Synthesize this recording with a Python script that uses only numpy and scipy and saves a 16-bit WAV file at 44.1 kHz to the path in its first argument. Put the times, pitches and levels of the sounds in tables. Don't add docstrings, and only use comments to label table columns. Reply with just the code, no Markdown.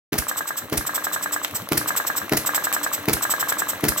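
import sys
import numpy as np
from scipy import signal
from scipy.fft import rfft, irfft
from scipy.io import wavfile
from scipy.ndimage import uniform_filter1d

SR = 44100
rng = np.random.default_rng(int(sys.argv[2]) if len(sys.argv) > 2 else 0)


def store_pcm(level_fs):
    pcm = np.round(np.clip(level_fs, -1, 1) * 32767).astype(np.int16)
    wavfile.write(sys.argv[1], SR, np.atleast_2d(pcm).T)


N = 176400
T = np.arange(N) / SR

# t/s, level/dB
RUNNING_LEVEL = [(.12, -31.5), (.25, -39.5), (.68, -44), (.82, -39.5), (1.3, -38), (1.68, -41.5),
                 (1.82, -35.5), (2.28, -38.5), (2.42, -35.5), (3.05, -37.5), (3.18, -36), (3.8, -36.5),
                 (4.0, -37)]
# t/s, level/dB
FIRINGS = [(.128, -16), (0.7258, -14.5), (1.7189, -12), (2.3215, -11), (3.083, -10.5), (3.838, -11.5)]
# t/s, bark level/dB, puff level/dB
EXHAUSTS = [(0.186, -17, -17.5), (0.7777, -17.5, -19), (1.778, -15.5, -33), (2.374, -16, -26),
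            (3.1357, -16, -22), (3.888, -14.7, -17.5)]
# t/s, level/dB
CLICKS = [(.198, -27.5), (.6985, -24), (1.005, -33), (1.5105, -25), (1.6195, -30), (1.689, -21),
          (1.963, -21), (2.295, -21), (2.547, -15), (2.727, -14), (3.029, -35), (3.056, -23), (3.525, -16),
          (3.8085, -24.5)]
# t/s, level/dB
KNOCKS = [(0.2225, -19), (0.3128, -14), (0.4072, -13), (0.506, -13.5), (0.6208, -25.5), (0.8098, -18.5),
          (0.8926, -13.5), (0.9786, -14), (1.0681, -11.5), (1.1614, -12.5), (1.2592, -12), (1.3619, -11.5),
          (1.8133, -16.5), (1.9047, -10.5), (2.0, -11.5), (2.0999, -10.5), (2.2158, -17), (2.3996, -31),
          (2.4914, -11), (2.5786, -10.5), (2.6694, -10.5), (2.7642, -10.5), (2.8635, -10.5), (2.9791, -21),
          (3.1683, -16.5), (3.2513, -10.5), (3.3375, -10), (3.4273, -10.5), (3.5211, -9.5), (3.6193, -9.5),
          (3.7331, -18), (3.9203, -15.5)]
# t/s, level/dB
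BACK_KNOCKS = [(.2677, -29), (.3599, -29), (.4563, -30.5), (.5578, -31.5), (.6841, -38), (.8513, -29),
               (.9356, -29), (1.0232, -30), (1.1146, -28), (1.2101, -29), (1.3102, -30), (1.4156, -28.5),
               (1.538, -32), (1.599, -32), (1.6725, -34), (1.8592, -26), (1.9524, -25.5), (2.0499, -25),
               (2.1523, -26), (2.2808, -32), (2.4497, -26), (2.5351, -24.5), (2.624, -27), (2.7168, -26),
               (2.8137, -28), (2.9155, -25), (3.0422, -32), (3.21, -27), (3.2944, -25), (3.3823, -27),
               (3.474, -26.5), (3.57, -26.5), (3.6706, -28), (3.7967, -32.5), (3.9616, -27)]
# t/s, rough width/s, level/dB
CHUFFS = [(0.2924, 0.013, -25), (0.3837, 0.017, -26), (0.4847, 0.016, -27.5), (0.583, 0.017, -26.5),
          (0.874, 0.011, -24.5), (0.9573, 0.016, -24), (1.0489, 0.012, -24.5), (1.1407, 0.018, -25),
          (1.2364, 0.014, -26.5), (1.336, 0.017, -24.5), (1.441, 0.015, -30), (1.5606, 0.017, -25),
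          (1.8857, 0.014, -23), (1.9765, 0.015, -21.5), (2.0775, 0.014, -23.5), (2.1767, 0.017, -23.5),
          (2.4718, 0.014, -22), (2.558, 0.016, -21), (2.6485, 0.013, -23), (2.742, 0.016, -22),
          (2.842, 0.013, -23.5), (2.9405, 0.017, -23), (3.2337, 0.014, -22), (3.315, 0.018, -21.5),
          (3.4082, 0.015, -23), (3.4966, 0.015, -22), (3.597, 0.015, -23.5), (3.698, 0.016, -23),
          (3.9846, 0.014, -23)]
# t/s, level/dB
INTAKES = [(0.643, -31), (1.535, -32), (1.621, -30), (2.24, -30.5), (3.0, -36), (3.76, -34)]

# f/Hz, level/dB, time to fade by 60 dB/s
BASE_TONES = [(94, -22, .22), (114.7, -18.5, 0.36), (148.3, -14.5, 0.31), (186, -34.5, 0.37),
              (217, -16.5, 0.32), (250, -18, 0.14), (298.6, -11.5, 0.36), (320, -17, 0.35),
              (344, -14, 0.25), (421.8, -12.5, 0.18), (439.5, -23.5, 0.28), (502, -32, 0.45),
              (634, -18, .15), (696, -25.5, 0.093)]
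# f/Hz, level/dB, time to fade by 60 dB/s
FRAME_TONES = [(302.7, -46, 0.35), (637, -33, 0.095), (888, -28, 0.042), (1040, -18.5, 0.071),
               (1126, -36, 0.28), (1234, -20, 0.084), (1609, -14.5, 0.15), (1683, -17, 0.31),
               (1716, -23, 0.3), (1950, -14.5, 0.05)]
# start f/Hz, end f/Hz, glide time/s, level/dB
CHIRPS = [(730, 1763, 0.002, -6), (836, 1668, 0.00091, -7)]
# f/Hz, phase lag/rad, level/dB
LEFT_VS_RIGHT = [(101, 0, 0), (600, 0.21, 2.5), (1930, 1.27, 3.5), (4170, 1.7, -4.5), (8400, 1.01, -2),
                 (13000, 1.65, -0.1), (16000, 1.9, -2)]

# f/Hz, level/dB
BEARING_COLOUR = [(20, -43), (60, -10), (110, -3), (200, 0.5), (300, -0.5), (450, -2.5), (620, 4.5),
                  (780, -14), (1100, -6), (2000, -3.5), (3000, -5), (8000, -45.5), (16000, -72)]
SLIDE_COLOUR = [(100, -30), (500, 2), (1200, 3), (2100, 1.5), (2600, -21.5), (3150, -11), (3800, -1.5),
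                (4250, -3), (4500, -17), (5400, -12), (6300, -4), (7000, -15), (8000, -13), (9500, -15.5),
                (13500, -5), (16000, -8.5)]
DRONE_COLOUR = [(100, -60), (260, -27), (296, 6), (335, -16), (700, -65), (16000, -90)]
CRACK_COLOUR = [(300, 7.5), (1000, 4), (2000, 0.5), (2800, -11), (4200, -7), (5800, -5), (8000, -15.5),
                (12000, -17), (16000, -4)]
CLICK_COLOUR = [(500, 3), (2000, 15.5), (4000, 6), (6000, 3.5), (9000, 1.5), (12000, 14.5), (16000, -1)]
BARK_COLOUR = [(200, 0), (1000, -5.5), (2000, 0), (3200, -7), (5500, 0.5), (7000, -2), (8300, 1),
               (9300, -0.5), (10600, 3.5), (12000, 1.5), (13500, 5.5), (16000, -9)]
CHUFF_COLOUR = [(300, -39), (1000, -3), (2500, -11), (3700, -7), (4500, -14), (5600, -5.5), (6900, -8),
                (7400, 1), (7950, 7.5), (8500, -7.5), (9300, -11.5), (10500, -14), (11700, -8.5),
                (13400, 4.5), (14500, 0.5), (16000, -17.5)]
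GULP_COLOUR = [(30, -30), (75, -6.5), (105, 7.5), (140, -6.5), (220, -1), (400, -9.5), (1000, -14),
               (4000, -56), (16000, -18)]
LATCH_COLOUR = [(400, -8.5), (1000, 3), (2200, 1), (3900, 3), (4700, -9), (6000, -1), (9000, -22),
                (12500, -1), (16000, -15)]


def undb(db):
    return 10 ** (np.asarray(db) / 20)


def curve(table, column=1):
    freqs = np.fft.rfftfreq(N, 1 / SR)
    points = np.array(table)
    return np.interp(np.log(freqs + 1), np.log(points[:, 0]), points[:, column])


def noise(colour, spread=0.18, grit_db=2.5):
    grit = uniform_filter1d(rng.standard_normal(N), int(0.0012 * SR))
    shared, left, right = rfft(rng.standard_normal((3, N)) * undb(grit_db * grit / grit.std()))
    late = shared * np.exp(-1j * curve(LEFT_VS_RIGHT))
    pair = np.sqrt(1 - spread) * np.array([late, shared]) + np.sqrt(spread) * np.array([left, right])
    balance_db = curve(LEFT_VS_RIGHT, column=2) * np.array([[0.5], [-0.5]])
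    sound = irfft(pair * undb(curve(colour) + balance_db), N)
    return sound / sound.std()


def swell(at, rise_s, fall_s, shape=2):
    return np.exp(-np.abs((T - at) / np.where(T < at, rise_s, fall_s)) ** shape)


def strike(at, rise_s, decay_s):
    return np.exp(-np.where(T < at, ((T - at) / rise_s) ** 2, (T - at) / decay_s))


def play(rows, sound):
    hits = np.zeros(N)
    for at, db in rows:
        hits[int(np.clip(at * SR, 0, N - 1))] += undb(db)
    return signal.fftconvolve(hits[None], np.atleast_2d(sound), axes=1)[:, :N]


def ring(tones, t, scatter):
    return sum(undb(db - 60 * np.abs(t) / fade_s) * np.cos(2 * np.pi * (hz * t + scatter * rng.random()))
               for hz, db, fade_s in tones)


def moving_parts(tick_count=130):
    times = rng.random(tick_count) * N / SR
    levels_db = -3 + 8 * rng.standard_normal(tick_count)
    tick = np.exp(-T[:SR // 20] / 0.00073)
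    teeth = play(zip(times, levels_db), tick) * noise(CLICK_COLOUR)
    bearings = undb(-2.5) * noise(BEARING_COLOUR, spread=0.074)
    piston = undb(-1.5) * noise(SLIDE_COLOUR)
    drone = undb(-9.5) * noise(DRONE_COLOUR)
    loudness = undb(np.interp(T, *np.array(RUNNING_LEVEL).T))
    return loudness * (teeth + bearings + piston + drone)


def base_thumps(rise_s=0.0066):
    lead_s = 2 * rise_s
    t = T[:SR // 2] - lead_s
    fade_in = np.exp(-(np.minimum(t, 0) / rise_s) ** 2)
    thump = ring(BASE_TONES, t, scatter=0.32) * fade_in
    return play([(at - lead_s, db) for at, db in FIRINGS], thump) * np.ones((2, 1))


def firing_cracks(delay_s=0.0031):
    bursts = sum(undb(db - 9.5) * strike(at + delay_s, rise_s=0.0072, decay_s=0.039) for at, db in FIRINGS)
    return bursts * noise(CRACK_COLOUR)


def rattles_and_clicks(rattle_delays_s=(0.00304, 0.013)):
    rattles = [(at + delay, db - 4) for at, db in FIRINGS for delay in rattle_delays_s]
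    hits = list(CLICKS) + rattles
    bursts = sum(undb(db + 1) * strike(at, rise_s=0.00037, decay_s=0.0019) for at, db in hits)
    return bursts * noise(CLICK_COLOUR)


def exhaust_barks(rise_s=0.0048):
    bursts = np.zeros(N)
    for at, db, _ in EXHAUSTS:
        burst = swell(at, rise_s, fall_s=0.005, shape=2.5)
        tail = undb(-9) * strike(at, rise_s, decay_s=0.037)
        bursts += undb(db - 0.5) * (burst + tail)
    return bursts * noise(BARK_COLOUR, grit_db=-1.8)


def exhaust_puffs(pitch_hz=65, drop_hz_per_s=1500, delay_s=0.0096, width_s=0.012):
    puffs = np.zeros(N)
    for at, _, db in EXHAUSTS:
        age = T - at - delay_s
        cycles = (pitch_hz - drop_hz_per_s * age / 2) * age
        puffs -= undb(db) * swell(at + delay_s, width_s, width_s) * np.cos(2 * np.pi * cycles)
    return puffs * undb([[-17], [0]])


def knock_chirp(t, holds_s=(0.0053, 0.0042), edge_s=0.0005):
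    sides = []
    for (start_hz, end_hz, glide_s, db), hold_s in zip(CHIRPS, holds_s):
        hz = end_hz + (start_hz - end_hz) * np.exp(-t / glide_s)
        fade_in = np.minimum(t / edge_s, 1)
        fade_out = (1 - np.tanh((t - hold_s) / edge_s / 2)) / 2
        sides.append(undb(db) * fade_in * fade_out * np.sin(2 * np.pi * np.cumsum(hz) / SR))
    return np.array(sides)


def rod_knocks(clack_hz=918, clack_s=0.00052, back_hz=1145, back_rise_s=0.0011, back_decay_s=0.0012):
    t = T[:SR // 3]
    frame = np.array([ring(FRAME_TONES, t, scatter=0.74) for _ in range(2)]) * np.minimum(t / 0.001, 1)
    clack_shape = t / clack_s * np.exp(1 - t / clack_s)
    clack = undb(-11) * clack_shape * np.sin(2 * np.pi * clack_hz * t)
    back_shape = np.minimum(t / back_rise_s, np.exp(-(t - back_rise_s) / back_decay_s))
    back = undb(9.5) * back_shape * np.sin(2 * np.pi * back_hz * t)
    return play(KNOCKS, clack + knock_chirp(t) + frame) + play(BACK_KNOCKS, back + undb(-4) * frame)


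def pumped_air(suck_delay_s=0.03, suck_s=0.047):
    push = sum(undb(db + 3) * swell(at, 0.82 * width, 0.82 * width, shape=3.73) for at, width, db in CHUFFS)
    suck = sum(undb(db - 14.5) * swell(at + suck_delay_s, suck_s, suck_s) for at, _, db in CHUFFS)
    return push * noise(CHUFF_COLOUR, grit_db=0.5) + suck * noise(SLIDE_COLOUR)


def intake_gulps(width_s=0.024):
    gulps = sum(undb(db - 4) * swell(at, width_s, width_s) for at, db in INTAKES)
    return gulps * noise(GULP_COLOUR, spread=0.033)


def governor_latch(at=1.4478, rise_s=0.0013):
    blow = swell(at, rise_s, fall_s=0.0028)
    tail = undb(-14) * strike(at, rise_s, decay_s=0.012)
    return undb(-16) * (blow + tail) * noise(LATCH_COLOUR, grit_db=-1.8)


def workshop_echo(sound, low_fade_s=0.22, high_fade_s=0.28, split_hz=3000, gap_s=0.0022):
    t = T[:SR // 2]
    white = rng.standard_normal((2, len(t)))
    low = signal.sosfilt(signal.butter(2, split_hz, fs=SR, output="sos"), white)
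    high = white - low
    tail = (low * undb(-60 * t / low_fade_s) + high * undb(-60 * t / high_fade_s)) * (t > gap_s)
    tail /= np.sqrt((tail ** 2).sum() / 2)
    return signal.fftconvolve(sound, tail, axes=1)[:, :N]


def scene():
    bursts = firing_cracks() + exhaust_barks() + pumped_air()
    bursts += rattles_and_clicks() + governor_latch() + intake_gulps()
    knocks, thumps = rod_knocks(), base_thumps()
    echo = workshop_echo(undb(-10) * bursts + undb(-15.5) * knocks + undb(-15) * thumps)
    return bursts + knocks + thumps + exhaust_puffs() + echo + moving_parts()


def record(dry):
    start_s, low_cut_hz, high_cut_hz = 0.121, 59, 16000
    fade_in = np.clip((T - start_s) / 0.003, 0, 1)
    trimmed = signal.sosfilt(signal.butter(2, low_cut_hz, "high", fs=SR, output="sos"), dry * fade_in)
    return signal.sosfilt(signal.ellip(10, 0.2, 80, high_cut_hz, fs=SR, output="sos"), trimmed)


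dry = scene()
out = record(dry)
store_pcm(out)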